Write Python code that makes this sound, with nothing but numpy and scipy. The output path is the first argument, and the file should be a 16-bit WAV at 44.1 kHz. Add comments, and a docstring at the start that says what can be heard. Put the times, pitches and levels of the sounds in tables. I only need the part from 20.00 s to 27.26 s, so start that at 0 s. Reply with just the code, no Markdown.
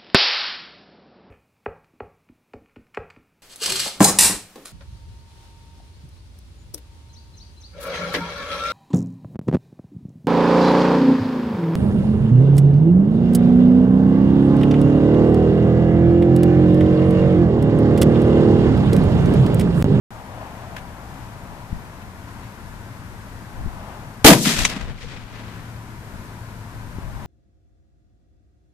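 """Rifle shot across a dry field

One shot, fired close to a camera whose stereo microphones overload for a tenth of a second.
The boom and the crack scatter back from grass, brush and a bank, duller the further they have travelled,
and a deep rumble follows. Around it: a breeze, wind bumps, a few brief rustles and a distant engine."""
import sys
import numpy as np
from scipy import signal
from scipy.fft import rfft, irfft, next_fast_len
from scipy.io import wavfile
from scipy.ndimage import uniform_filter1d, minimum_filter1d

SR = 44100
rng = np.random.default_rng(int(sys.argv[2]) if len(sys.argv) > 2 else 0)


def log_audio(samples):
    """Write samples as a 16-bit WAV file to the path given in sys.argv[1]."""
    # one column per channel
    frames = np.atleast_2d(samples).T
    # limit to full scale, then quantise
    limited = np.clip(frames, -1, 1)
    pcm = np.round(limited * 32767).astype(np.int16)
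    wavfile.write(sys.argv[1], SR, pcm)


N = 320166
TIME = np.arange(N) / SR
SIZE = next_fast_len(N, real=True)
FREQ = np.arange(SIZE // 2 + 1) * SR / SIZE
SHOT_S = 4.2465

# The boom beside the gun. Each row: frequency in Hz, relative level in dB.
NEAR_BOOM_SPECTRUM = [(25, -34), (90, -9), (170, -6), (290, 3), (430, -5), (620, -4), (900, -11.5),
                      (1800, -20.5), (4000, -27.5)]
# The crack as it leaves the muzzle. Each row: frequency in Hz, relative level in dB.
CRACK_SPECTRUM = [(100, -9), (500, -1.5), (1000, -1.5), (1900, 1.5), (3300, -0.5), (5500, -3.5),
                  (7500, -4.5), (10000, -7), (14000, -9)]


def muzzle_blast(push_s=0.0034, attack_s=.002, hold_s=0.054, decay_s=0.026):
    """Close up: the pressure front, its longer suction, and dense reflections from around the gun."""
    since = np.maximum(TIME - SHOT_S, 0)
    age = since / push_s
    front = undb(10) * (TIME > SHOT_S) * (1 - age) * np.exp(-np.minimum(age ** 2 / 4, 50))
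    # the boom holds while the ground close by returns it
    held = (1 - np.exp(-since / attack_s)) * np.exp(-np.maximum(since - hold_s, 0) / decay_s)
    boom = undb(7.5) * held * even(stereo_noise(NEAR_BOOM_SPECTRUM, lag_s=0.000123), span_s=0.018)
    # the crack comes straight from the muzzle, then again off things near the gun
    direct = undb(10.5) * burst(SHOT_S, swell_s=0.00073, decay_s=0.0027)
    scatter = undb(11) * (TIME > SHOT_S) * burst(SHOT_S + 0.019, swell_s=0.0064, decay_s=0.028)
    grain = undb(3 * drift(500) + 2 * drift(150))
    crack = np.hypot(direct, scatter) * grain * stereo_noise(CRACK_SPECTRUM, lag_s=.00005)
    return front + boom + crack * undb([[0], [2]])  # it reaches the right microphone unshaded


# The boom as it returns from out in the field. Each row: frequency in Hz, relative level in dB.
FAR_BOOM_SPECTRUM = [(25, -19), (80, -19), (140, -1), (230, 0.5), (330, -9.5), (600, -18.5), (1000, -27),
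                     (2500, -75)]
# Stretches of grass or brush, near to far. Each row: peak time in seconds, boom and crack levels
# in dB before air loss, crack tilt in dB per octave, swell and decay in seconds.
BRUSH_ECHOES = [(4.35, -9.5, -15.5, 5, .012, 0.082), (4.44, -32, -19, 16, .055, .022),
                (4.458, -14, -5, 3.2, 0.0092, 0.092), (4.6, -21, -10, 3, 0.047, 0.082),
                (4.72, -26.5, -22.5, -5, 0.034, .11), (4.89, -28, -32.5, -2.5, 0.028, 0.029),
                (5.033, -43, -27, 1.5, 0.044, 0.13), (5.13, -37, -29.5, -1, 0.046, 0.13),
                (5.36, -38.5, -34.5, -2, 0.056, 0.19)]
# Sharp echoes off larger faces. Each row: peak time in seconds, level in dB before air loss,
# swell and decay in seconds.
FACE_ECHOES = [(4.335, -0.5, 0.0079, .003), (4.495, -12, .0007, 0.0013), (4.592, -7, 0.0012, 0.0013),
               (4.622, -19, .001, 0.0018), (4.812, -22, 0.0011, 0.0029)]


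def field_echoes(boom_lag_s=0.011):
    """Countless stalks and bushes each return a little of the shot; larger faces return single echoes."""
    boom_power, crack_power, weighted_tilt = 0, 1e-12, 0
    for s, boom_db, crack_db, tilt_db, swell, decay in BRUSH_ECHOES:
        boom_power += (undb(boom_db) * burst(s + boom_lag_s, swell, decay)) ** 2
        power = (undb(crack_db) * burst(s, swell, decay)) ** 2
        crack_power += power
        weighted_tilt += tilt_db * power
    boom = np.sqrt(boom_power) * even(stereo_noise(FAR_BOOM_SPECTRUM, lag_s=.00008), span_s=0.0234)
    scatter = np.sqrt(crack_power) * undb(2 * drift(700) + 1.5 * drift(70))
    faces = swells(FACE_ECHOES)
    crack = (scatter + faces) * stereo_noise(CRACK_SPECTRUM, lag_s=.00003)
    # whichever echo is loudest at the moment sets the brightness
    tilt = weighted_tilt / (crack_power + faces ** 2)
    return (TIME > SHOT_S) * (boom + air_loss(crack, tilt))


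def air_loss(x, tilt, loss_db_per_s=30, at_hz=12000):
    """Air takes more treble the longer the sound has been under way; fine grass tilts it brighter."""
    hz, s, frames = signal.stft(x, SR, nperseg=256)
    travel_s = np.clip(s - SHOT_S, 0, .85)
    octaves = np.log2(np.clip(hz, 800, 6000) / 3500)[:, None]
    tilt_db = octaves * np.interp(s, TIME, tilt)
    loss_db = loss_db_per_s * travel_s * (hz[:, None] / at_hz) ** 1.48
    return signal.istft(frames * undb(tilt_db - loss_db), SR)[1][:, :N]


# Dull echoes off the slopes. Each row: centre in seconds, relative level in dB, pitch in Hz,
# width in seconds.
SLOPE_THUMPS = [(4.3213, 6.5, 180, 0.0058), (4.357, -1, 161, 0.0036), (4.472, 1, 229, 0.0023),
                (4.769, -11.5, 212, 0.0031), (5.048, -27.5, 480, 0.0043)]


def slope_echoes():
    """Broad slopes return only a few low swings of the blast, stronger on the left."""
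    swings = sum(-undb(db) * bell(s, width) * np.cos(2 * np.pi * hz * (TIME - s))
                 for s, db, hz, width in SLOPE_THUMPS)
    return swings * np.array([[1.2], [.75]])


# The slap from downrange. Each row: frequency in Hz, relative level in dB.
SLAP_SPECTRUM = [(300, -20), (1200, -3), (1650, -11), (1900, -1), (2900, -1.5), (3500, -3), (4400, -12),
                 (6300, 0.5), (9000, -14), (14000, -28)]


def bank_slap(s=4.6516, snap_hz=2300):
    """The bank behind the target returns a short snap inside a spray of scatter."""
    scatter = even(stereo_noise(SLAP_SPECTRUM, lag_s=0), span_s=.003)
    spray = undb(-1) * burst(s + 0.0006, swell_s=0.0027, decay_s=0.0064) * scatter
    snap = undb(9) * burst(s, swell_s=.0001, decay_s=0.00094) * np.sin(2 * np.pi * snap_hz * (TIME - s))
    return spray + snap * np.array([[1.1], [.85]])


# Low buffets of moving air. Each row: frequency in Hz, relative level in dB.
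BUFFET_SPECTRUM = [(15, -4.5), (35, 5.5), (70, -2), (150, -5.5), (260, -17.5), (600, -57)]
# Wind bumps, and a deep rumble after the shot. Each row: peak time in seconds, level on the left
# in dB, swell and decay in seconds.
BUFFETS = [(1.75, -33.5, 0.055, 0.097), (3.65, -25.5, 0.064, 0.07), (4.62, -11, 0.032, 0.054),
           (4.87, -19, 0.086, 0.2), (7.15, -29.5, 0.23, 0.33)]
# Single puffs on the microphones. Each row: centre in seconds, relative level in dB, width in seconds.
MIC_PUFFS = [(1.7297, -13, 0.0012), (3.604, -21, 0.0013), (3.662, -19, 0.0009), (3.679, -24, 0.0028),
             (6.986, -18, 0.00081)]


def low_buffets(lull_db=-45, flutter_db=3, right_db=-8):
    """Moving air: wind bumps, and a deep rumble after the shot, weaker in the right microphone."""
    rumble = np.array([stereo_noise(BUFFET_SPECTRUM)[0] for _ in range(2)])  # each side has its own
    buffet = np.hypot(undb(lull_db), swells(BUFFETS)) * undb(flutter_db * drift(25)) * rumble
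    puffs = -1.5 * sum(undb(db) * bell(s, width) for s, db, width in MIC_PUFFS)
    return (buffet + puffs) * undb([[0], [right_db]])


# Wind out in the brush. Each row: frequency in Hz, relative level in dB.
BREEZE_SPECTRUM = [(200, -18), (450, -8.5), (620, 0), (820, 1.5), (1050, -3), (1500, -13.5), (3000, -20),
                   (12000, -60.5)]
# Its gusts. Each row: peak time in seconds, level in dB, swell and decay in seconds.
BREEZE_GUSTS = [(.62, -40, 1.8, 1.1), (3.92, -39.5, 0.3, 0.16), (7.24, -41.5, .18, .3)]


def breeze(lull_db=-56, flutter_db=1.36):
    """Air hisses through the brush, rising in gusts out of a faint lull."""
    level = np.hypot(undb(lull_db), swells(BREEZE_GUSTS)) * undb(flutter_db * drift(12))
    return level * stereo_noise(BREEZE_SPECTRUM)


# A dry rustle at close range. Each row: frequency in Hz, relative level in dB.
RUSTLE_SPECTRUM = [(300, -8), (550, -5), (760, 3), (1100, 1.5), (1850, 4), (2800, -1), (4500, -12),
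                   (6000, -11), (8000, -18), (14000, -19)]
# The scuffs. Each row: peak time in seconds, level in dB, swell and decay in seconds.
SCUFFS = [(0.7672, -28, 0.0024, 0.0058), (.783, -36, .004, .01), (2.02, -44, .006, .012),
          (2.285, -46, .005, .01), (2.44, -46.5, .04, 0.065)]


def rustles():
    """Brief dry scuffs beside the camera."""
    return stereo_noise(RUSTLE_SPECTRUM) * swells(SCUFFS)


# The engine, far off and stronger on the left. Each row: time in seconds, relative level in dB.
ENGINE_LEVELS = [(0, -60), (4, -50.5), (5.1, -41), (6.2, -45.5), (6.9, -38.5), (7.26, -43.5)]


def distant_engine(firing_hz=112.5, waver=0.0206, flutter_db=3):
    """Only the engine's wavering firing tone carries this far."""
    phase = 2 * np.pi * np.cumsum(firing_hz * (1 + waver * drift(10))) / SR
    level_db = np.interp(TIME, *np.transpose(ENGINE_LEVELS)) + flutter_db * drift(9)
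    return np.sqrt(2) * undb(level_db) * np.sin(phase) * np.array([[1.25], [.75]])


# The open field's background. Each row: frequency in Hz, relative level in dB.
AIR_SPECTRUM = [(12, -36), (20, -9.5), (77, -5), (112, -1.5), (148, -7.5), (200, -7.5), (365, -18),
                (494, -21), (650, -20.5), (832, -20.5), (980, -15), (1160, -21), (1520, -19.5),
                (3100, -32.5), (14000, -39.5)]


def open_air(level_db=-37.5):
    """Nearly steady rumble and hiss from far away."""
    return undb(level_db + .5 * drift(5.17)) * stereo_noise(AIR_SPECTRUM)


# How alike the two microphones hear the field. Each row: frequency in Hz, correlation from 0 to 1.
MIC_LIKENESS = [(40, 1), (130, 1), (300, 0.99), (650, 0.99), (1400, 0.46), (3000, 0.079), (12000, 0.023)]
# The pair's balance. Each row: frequency in Hz, level of left over right in dB.
LEFT_LEAN = [(100, 4.5), (1000, 5), (3000, 5), (7000, 2), (14000, 0.3)]


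def stereo_noise(spectrum, lag_s=0.00014):
    """Coloured noise of rms 1 at the microphones: alike in the bass, louder and lag_s later on the left."""
    mid, side = rfft(rng.standard_normal((2, SIZE)))
    alike = np.clip(at_freq(MIC_LIKENESS), 0, .995)
    lean = undb(at_freq(LEFT_LEAN) / 2)
    mid, side = mid * np.sqrt(1 + alike), side * np.sqrt(1 - alike)
    left = (mid + side) * lean * np.exp(-2j * np.pi * FREQ * lag_s)
    right = (mid - side) / lean
    x = irfft(np.array([left, right]) * undb(at_freq(spectrum)), SIZE)[:, :N]
    return x / x.std()


def undb(db):
    """Decibels to gain."""
    return 10 ** (np.asarray(db) / 20)


def at_freq(table):
    """Rows of frequency and value, joined on a log-frequency axis."""
    hz, value = np.transpose(table)
    return np.interp(np.log(FREQ + 1), np.log(hz), value)


def drift(rate_hz):
    """Random levels joined smoothly, spread near 1."""
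    knots = rng.standard_normal(int(N / SR * rate_hz) + 2)
    joined = np.interp(TIME * rate_hz, np.arange(len(knots)), knots)
    return uniform_filter1d(joined, int(SR / rate_hz / 2))


def even(x, span_s):
    """Noise with its chance swells ironed out over span_s."""
    return x / np.sqrt(uniform_filter1d(np.mean(x ** 2, axis=0), int(span_s * SR)) + 1e-9)


def bell(s, width_s):
    """Smooth bump centred on time s."""
    return np.exp(-.5 * np.minimum(((TIME - s) / width_s) ** 2, 100))


def burst(s, swell_s, decay_s):
    """Envelope that swells up to time s and dies away after it."""
    return np.exp(-np.minimum(np.maximum((s - TIME) / swell_s, (TIME - s) / decay_s), 20))


def swells(table):
    """Joint envelope of a table of bursts; their powers add."""
    return np.sqrt(sum((undb(db) * burst(s, swell, decay)) ** 2 for s, db, swell, decay in table))


def scene():
    """The shot, its echoes and the open field, heard from beside the gun."""
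    shot = muzzle_blast() + field_echoes() + slope_echoes() + bank_slap()
    return shot + open_air() + breeze() + low_buffets() + distant_engine() + rustles()


def gain_control(x, limit_db=-3, depth_db=8, hold_s=0.74, attack_s=0.018, release_s=0.5):
    """An overload turns the camera's gain down; it stays down for a while and then creeps back."""
    power = uniform_filter1d(np.mean(x ** 2, axis=0), int(.02 * SR))
    over_db = np.clip(10 * np.log10(np.abs(power) + 1e-12) - limit_db, 0, depth_db)
    half = int(hold_s * SR / 2)
    held_db = -minimum_filter1d(-over_db, 2 * half + 1, origin=half, mode="constant")
    recovery_db = TIME * depth_db / release_s
    cut_db = np.maximum.accumulate(held_db + recovery_db) - recovery_db
    pole = np.exp(-1 / (attack_s * SR))
    return x * undb(-signal.lfilter([1 - pole], [1, -pole], cut_db))


def record(dry, start_s=.106, ceiling=.92, top_hz=14300):
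    """The camera starts, rides its gain, clips the blast flat and cuts the top."""
    x = gain_control(dry) * (TIME > start_s)
    clipped = x / (1 + (x / ceiling) ** 6) ** (1 / 6)
    lowpass = signal.ellip(8, .05, 50, top_hz, fs=SR, output="sos")
    return signal.sosfiltfilt(lowpass, clipped)


dry = scene()
out = record(dry)
log_audio(out)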